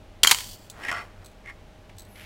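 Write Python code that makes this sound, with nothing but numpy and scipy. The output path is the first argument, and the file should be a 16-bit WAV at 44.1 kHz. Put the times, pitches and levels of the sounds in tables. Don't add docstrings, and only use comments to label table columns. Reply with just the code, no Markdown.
import sys
import numpy as np
from scipy import signal
from scipy.fft import rfft, irfft
from scipy.io import wavfile
from scipy.ndimage import uniform_filter1d, minimum_filter1d

SR = 44100
rng = np.random.default_rng(int(sys.argv[2]) if len(sys.argv) > 2 else 0)


def inscribe(sig):
    pcm = np.round(np.clip(np.atleast_2d(sig).T, -1, 1) * 32767)
    wavfile.write(sys.argv[1], SR, pcm.astype(np.int16))


N = 99225


def amp(db):
    return 10 ** (np.asarray(db) / 20)


def unit(x):
    return x / np.sqrt(np.mean(x ** 2) + 1e-18)


def colour(x, points):
    hz, db = np.array(points).T
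    f = np.arange(N + 1) * SR / (2 * N)
    magnitude = unit(amp(np.interp(np.log(f + 1), np.log(hz), db)))
    cepstrum = irfft(np.log(magnitude))
    cepstrum[1:N] *= 2
    cepstrum[N + 1:] = 0
    response = np.exp(rfft(cepstrum))
    return irfft(rfft(x, 2 * N) * response)[:N]


def convolve(x, response):
    energy = np.sum(response ** 2)
    return signal.fftconvolve(x, response / np.sqrt(energy))[:N]


def resonate(x, modes):
    t = np.arange(N // 3) / SR
    response = np.zeros(len(t))
    for k, (hz, width, db) in enumerate(modes):
        sign = (-1) ** k
        decaying = np.exp(-np.pi * width * t) * np.sin(2 * np.pi * hz * t)
        response += sign * amp(db) * width * decaying
    return convolve(x, response)


def contact(start, rise, hold, decay):
    t = np.arange(SR // 20) / SR
    env = np.minimum(t / rise, 1) * np.exp(-np.maximum(t - rise - hold, 0) / decay)
    x = rng.standard_normal(len(t))
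    for _ in range(2):
        spectrum = rfft(x * env)
        x = irfft(spectrum / (abs(spectrum) + 1e-12), len(t))
        power = np.abs(uniform_filter1d(x ** 2, size=64))
        x = x / np.sqrt(power + 1e-18)
    return np.concatenate([np.zeros(int(start * SR)), x * env, np.zeros(N)])[:N]


def curve(points):
    s, db = np.array(points).T
    return amp(np.interp(np.arange(N) / SR, s, db, left=-120, right=-120))


def grains(per_s=1800, spread_db=4):
    hit = rng.random(N) < per_s / SR
    sign = np.sign(rng.standard_normal(N))
    strength = amp(spread_db * np.clip(rng.standard_normal(N), -2, 2))
    return unit(hit * sign * strength)


# frequency_hz, level_db
AIR_SPECTRUM = [(12, -19), (25, -3.5), (45, -8), (68, -19.5), (97, -5), (125, -18), (200, -18.5),
                (320, -20), (640, -24), (800, -26), (1300, -31), (2900, -34.5), (6000, -44), (16000, -56.5)]
# pitch_hz, level_db
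HUM_TONES = [(48.4, -57.5), (96.5, -57.5), (199, -65.5), (586.8, -70.5), (624.5, -64), (802.1, -70.5),
             (834.4, -72.5)]
AIR_DB = -49


def background():
    t = np.arange(N) / SR
    air = amp(AIR_DB) * colour(rng.standard_normal(N), AIR_SPECTRUM)
    hum = np.zeros(N)
    for hz, db in HUM_TONES:
        phase = rng.random()
        hum += amp(db) * np.sqrt(2) * np.sin(2 * np.pi * (hz * t + phase))
    return air + hum


# frequency_hz, level_db
ROOM_SPECTRUM = [(100, -21.5), (500, -1), (1200, 0), (3000, -3), (8000, 1.5), (16000, -1)]
ROOM_T60_S, ROOM_DB = 0.38, -17
EARLY_DB, EARLY_DECAY_S, EARLY_DELAY_S = -14.5, 0.0057, .009


def room(x):
    t = np.arange(N // 2) / SR
    arrived = t > EARLY_DELAY_S
    early = convolve(x, arrived * rng.standard_normal(len(t)) * np.exp(-t / EARLY_DECAY_S))
    tail = convolve(x, arrived * rng.standard_normal(len(t)) * np.exp(-np.log(1000) * t / ROOM_T60_S))
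    return x + colour(amp(EARLY_DB) * early + amp(ROOM_DB) * tail, ROOM_SPECTRUM)


# time_s, level_db
RUB_LEVEL = [(2.06, -73.5), (2.14, -66), (2.16, -50), (2.2, -47.5), (2.25, -50)]
# frequency_hz, level_db
RUB_SPECTRUM = [(400, -18), (1400, -8), (2200, 1.5), (3000, -4), (4300, -12.5), (8000, -19.5), (12000, -27),
                (16000, -28)]
# pitch_hz, width_hz, level_db
SQUEAK_MODES = [(10100, 64, 1), (12100, 54, -3), (12900, 50, 0), (14040, 80, -9)]
SQUEAK_S, SQUEAK_RISE_S, SQUEAK_DB = 2.053, 0.08, -60.5


def second_stroke():
    rub = colour(grains() * curve(RUB_LEVEL), RUB_SPECTRUM)
    onset = np.clip((np.arange(N) / SR - SQUEAK_S) / SQUEAK_RISE_S, 0, 1)
    squeak = onset * resonate(rng.standard_normal(N), SQUEAK_MODES)
    return rub + amp(SQUEAK_DB) * squeak


# start_s, level_db, ring_db (relative to the tick)
TICK_EVENTS = [(0.699, -34, -22), (0.7033, -45, -4), (0.711, -55, 6), (1.2446, -53, 4), (1.25, -57, 4),
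               (1.2597, -44.5, -26), (1.265, -55, 6.5), (1.283, -61, 4), (1.299, -67, 3),
               (1.315, -59, -8.5), (1.9669, -60, -1), (1.983, -40.5, -3.5), (1.9939, -43.5, 1),
               (2.004, -47, 0), (2.019, -49, 0), (2.029, -57, -2), (2.0495, -54, 0)]
# frequency_hz, level_db
TICK_SPECTRUM = [(1000, -49), (2800, -4), (3700, 6.5), (5200, -1), (7500, 4), (9000, -3), (11000, 3.5),
                 (13500, -26), (15500, 1.5)]
# pitch_hz, width_hz, level_db
TICK_RESONANCES = [(4050, 160, 5.5), (4560, 142, -5.5), (6400, 88, 1), (7800, 160, 0.5), (8300, 240, 1),
                   (11150, 210, -2.5), (12100, 44, 2), (14000, 250, -7)]
TOUCH_S, TOUCH_DB = 1.8916, -51


def handling():
    snap, ring = np.zeros(N), np.zeros(N)
    for s, db, ring_db in TICK_EVENTS:
        tick = amp(db) * contact(s, rise=0.00044, hold=.0012, decay=0.0035)
        snap += tick
        ring += amp(ring_db) * tick
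    touch = contact(TOUCH_S, rise=0.0035, hold=.004, decay=.005)
    ticks = colour(snap, TICK_SPECTRUM) + resonate(ring, TICK_RESONANCES)
    return ticks + amp(TOUCH_DB) * colour(touch, RUB_SPECTRUM)


# time_s, level_db
GRIP_LEVEL = [(.68, -68), (.75, -52.5), (.81, -46), (.86, -43.5), (.93, -44), (1.04, -49), (1.12, -64.5),
              (1.2, -58.5), (1.26, -56.5)]
# frequency_hz, level_db
GRIP_SPECTRUM = [(100, -12.5), (250, -7.5), (350, -0.5), (700, 0.5), (1300, 0), (2000, -5), (3500, -15),
                 (8000, -23.5), (16000, -30.5)]


def grip():
    return colour(grains() * curve(GRIP_LEVEL), GRIP_SPECTRUM)


# time_s, level_db
STROKE_FORCE = [(.72, -82), (.80, -57), (.838, -38.5), (.853, -39), (.872, -34), (.895, -35), (.912, -34),
                (.93, -65)]
RUN_OUT_FORCE = [(.905, -74), (0.915, -33), (.94, -32), (0.96, -36), (.975, -32.5), (1.0, -34.5),
                 (1.025, -44.5), (1.06, -77), (1.128, -68)]
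RETURN_FORCE = [(1.43, -69), (1.45, -55), (1.461, -44), (1.48, -39.5), (1.499, -44.5), (1.51, -47),
                (1.54, -78)]
# pitch_hz, width_hz, stroke_db, run_out_db, return_db
TRAIN_MODES = [(704, 13, -4, -1.5, -31), (804, 24, -10, -4.5, -22), (1167.8, 20, -16.5, 6, -4.5),
               (1319, 31, -9, 1, -20), (1422, 78, -17.5, -1, -15), (1623, 45, -2.5, -8.5, -9.5),
               (1897, 56, 4, -5, -2), (2035, 41, 1, 1.5, -0.5), (2150, 58, -9, -16.5, 0.5),
               (2465, 51, -2.5, -5, -10), (3134, 110, -15, -17.5, -41), (4440, 51, -20.5, -12.5, -29),
               (5405, 95, -16, -18, -29.5)]
# frequency_hz, level_db
SCRAPE_SPECTRUM = [(100, -21.5), (250, -5.5), (500, -13), (1000, -9.5), (2100, 1.5), (3000, -4.5),
                   (3800, -14.5), (6000, -18.5), (9000, -21), (12000, -28.5), (16000, -37.5)]
# stroke_db, run_out_db, return_db
SCRAPE_LEVELS = (-2, -9.5, -9)
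# start_s, knock_pitch_hz, knock_db, ring_db, snap_db
CATCH_EVENTS = [(.8490, 1880, -34, -26.5, -37), (0.8846, 2100, -22, -26, -38),
                (0.8922, 2030, -28, -26, -39.5), (0.9147, 1290, -27.5, -21, -27.5),
                (0.9258, 1300, -29, -28, -33), (0.9714, 1710, -31.5, -30, -46),
                (1.4588, 2110, -42, -52, -50.5), (1.4975, 2000, -35.5, -44, -49)]
# frequency_hz, level_db
SNAP_SPECTRUM = [(300, -24), (1000, 11), (2500, 12), (4000, 0), (7000, 3), (12000, -9), (16000, -25)]
KNOCK_WIDTH_HZ = 150


def lever():
    phases = (STROKE_FORCE, RUN_OUT_FORCE, RETURN_FORCE)
    out, snap, rings = np.zeros(N), np.zeros(N), np.zeros((3, N))
    for s, hz, knock_db, ring_db, snap_db in CATCH_EVENTS:
        catch = contact(s, rise=.0003, hold=0.00078, decay=0.002)
        phase = int(s > .9) + int(s > 1.2)
        rings[phase] += amp(ring_db) * catch
        snap += amp(snap_db) * catch
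        out += amp(knock_db) * resonate(catch, [(hz, KNOCK_WIDTH_HZ, 0)])
    for k, force in enumerate(phases):
        slips = grains(per_s=1100) * curve(force)
        modes = [(row[0], row[1], row[2 + k]) for row in TRAIN_MODES]
        out += resonate(slips + rings[k], modes)
        out += amp(SCRAPE_LEVELS[k]) * colour(slips, SCRAPE_SPECTRUM)
    return out + colour(snap, SNAP_SPECTRUM)


# frequency_hz, level_db
SHIMMER_SPECTRUM = [(800, -34.5), (2000, -12), (3000, 2), (4500, -2), (6000, 0.5), (8000, -2), (9500, -8.5),
                    (13000, -2.5), (16000, -4.5)]
# pitch_hz, width_hz, level_db
COIL_MODES = [(3066, 120, 2), (3370, 82, -7.5), (4420, 110, -0.5), (4560, 60, 2.5), (5100, 97, 2),
              (5650, 180, -7.5), (6800, 150, -4.5), (7320, 180, -3.5), (8000, 130, -5.5), (8680, 170, -3),
              (10070, 140, -10.5), (12900, 400, -14.5)]
SHIMMER_S, SHIMMER_END_S, LOOSE_END_S = .315, .545, 0.657
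SHIMMER_DB, SHIMMER_FALL_DB_PER_S = -40.5, 31.5
LOOSE_DB = -59
HISS_DB, COIL_DB = -2, -2


def shimmer(rise_s=0.017, stop_s=0.012, settle_s=0.04):
    t = np.arange(N) / SR
    age = np.maximum(t - SHIMMER_S, 0)
    chatter = amp(SHIMMER_DB - SHIMMER_FALL_DB_PER_S * age)
    chatter *= np.exp(-np.maximum(t - SHIMMER_END_S, 0) / stop_s)
    loose = amp(LOOSE_DB) * np.exp(-np.maximum(t - LOOSE_END_S, 0) / settle_s)
    taps = np.minimum(age / rise_s, 1) * (chatter + loose) * grains()
    return amp(HISS_DB) * colour(taps, SHIMMER_SPECTRUM) + amp(COIL_DB) * resonate(taps, COIL_MODES)


# thud_db, body_db, ring_db, edge_db
BLOW_EVENTS = [(0.2321, "mirror", -6, 0.0012, .003, 0.0022, -18, -12.5, 2.5, 1),
               (.2440, "mirror", -23, 0.0014, 0.0023, 0.006, -10, -5.5, 3, -2),
               (0.2479, "mirror", -11, .0002, .0005, 0.00047, -29.5, 4.5, -9.5, -9),
               (0.2718, "curtain", -8.5, 0.00012, .0025, 0.0022, -32, -8, 6.5, 1.5),
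               (0.2935, "return", -20, .0004, .001, 0.0056, -27, -5.5, -7, -1.5),
               (.3020, "curtain", -27, .001, .003, 0.0028, -22, -3, -4.5, 1),
               (0.3114, "return", -11.5, 0.00016, 0.0058, 0.0028, -24, -3, -1, 3.5),
               (0.3194, "return", -30.5, 0.0023, 0.0018, 0.0024, -4.5, -11, 13, -3.5),
               (.3458, "curtain", -21.5, .0006, .001, 0.0012, -20, -8, -1.5, 0),
               (.3853, "curtain", -27.5, .0004, 0.0018, 0.0013, -20.5, -8, -1.5, -1),
               (0.4044, "return", -47.5, 0.00051, .002, 0.0049, -13, 6, -9, 14)]
# frequency_hz, level_db
THUD_SPECTRUM = [(30, 2), (100, 1), (250, -6.5), (450, 0), (700, -7.5), (2000, -49)]
BODY_SPECTRUM = [(150, -29), (400, -15), (600, -15), (800, -2), (1350, 3), (1600, -1.5), (2000, 4.5),
                 (2400, 2.5), (3000, -17.5), (6000, -37)]
EDGE_SPECTRUM = [(500, -38.5), (1500, -14.5), (2700, -1), (3600, 2), (4500, -1), (5500, -3), (7000, -2.5),
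                 (9000, -5.5), (12000, -9), (16000, -12)]
# pitch_hz, width_hz, level_db
MIRROR_MODES = [(1926, 70, -10.5), (2800, 150, -6), (3225, 190, 1), (3740, 130, -8), (4480, 73, -2.5),
                (5710, 90, -8.5), (7080, 140, -3.5), (7530, 110, -4), (10440, 100, -12), (11340, 88, -15)]
CURTAIN_MODES = [(2240, 140, -14.5), (3160, 160, 3.5), (4430, 340, -10.5), (4820, 90, -13),
                 (6600, 120, -10.5), (6975, 100, -8), (7600, 140, -10.5), (11320, 190, -17)]
REST_MODES = [(884, 130, -0.5), (1360, 99, -3.5), (1980, 90, -4), (2335, 110, 3), (3030, 120, 1),
              (4420, 95, 3.5), (6240, 100, -4), (6720, 110, -9), (7500, 140, -2.5), (8170, 90, -8),
              (9820, 90, -12), (12100, 90, -12.5)]
# pitch_hz, t60_s, level_db
SPRING_MODES = [(1007, .3, -5), (1566, .35, -6.5), (2365, 0.22, -3), (2870, 0.52, -2), (3065, 0.68, -6.5),
                (3920, 0.18, -2), (4400, 0.49, -0.5), (4540, 0.38, 1), (6697, 0.45, -8.5), (7278, .55, -9),
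                (7472, .45, -1.5), (8126, .4, -5.5), (10200, .5, -3.5)]
SPRING_DB = -19
RING_SHARE = 0.66


def shutter():
    parts = {"mirror": MIRROR_MODES, "curtain": CURTAIN_MODES, "return": REST_MODES}
    thud, body, edge = np.zeros((3, N))
    ring = {part: np.zeros(N) for part in parts}
    for s, part, db, rise, hold, decay, thud_db, body_db, ring_db, edge_db in BLOW_EVENTS:
        thud += amp(db + thud_db) * contact(s, rise, hold, decay)
        body += amp(db + body_db) * contact(s, rise, hold, decay)
        ring[part] += amp(db + ring_db) * contact(s, rise, RING_SHARE * hold, RING_SHARE * decay)
        edge += amp(db + edge_db) * contact(s, rise, hold, decay)
    clack = colour(thud, THUD_SPECTRUM) + colour(body, BODY_SPECTRUM) + colour(edge, EDGE_SPECTRUM)
    for part, modes in parts.items():
        clack += resonate(ring[part], modes)
    spring_modes = [(hz, np.log(1000) / np.pi / t60, db) for hz, t60, db in SPRING_MODES]
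    return clack + amp(SPRING_DB) * resonate(edge, spring_modes)


def scene():
    camera = shutter() + shimmer() + lever() + grip() + handling() + second_stroke()
    return (room(camera) + background())[None]


LIMIT, LIMIT_WINDOW_S = .76, .0006
TOP_HZ = 15800


def record(dry):
    size = int(LIMIT_WINDOW_S * SR)
    needed = LIMIT / np.maximum(abs(dry), LIMIT)
    gain = uniform_filter1d(minimum_filter1d(needed, size), size)
    low_pass = signal.ellip(10, .2, 80, TOP_HZ, fs=SR, output="sos")
    return signal.sosfilt(low_pass, dry * gain)


dry = scene()
out = record(dry)
inscribe(out)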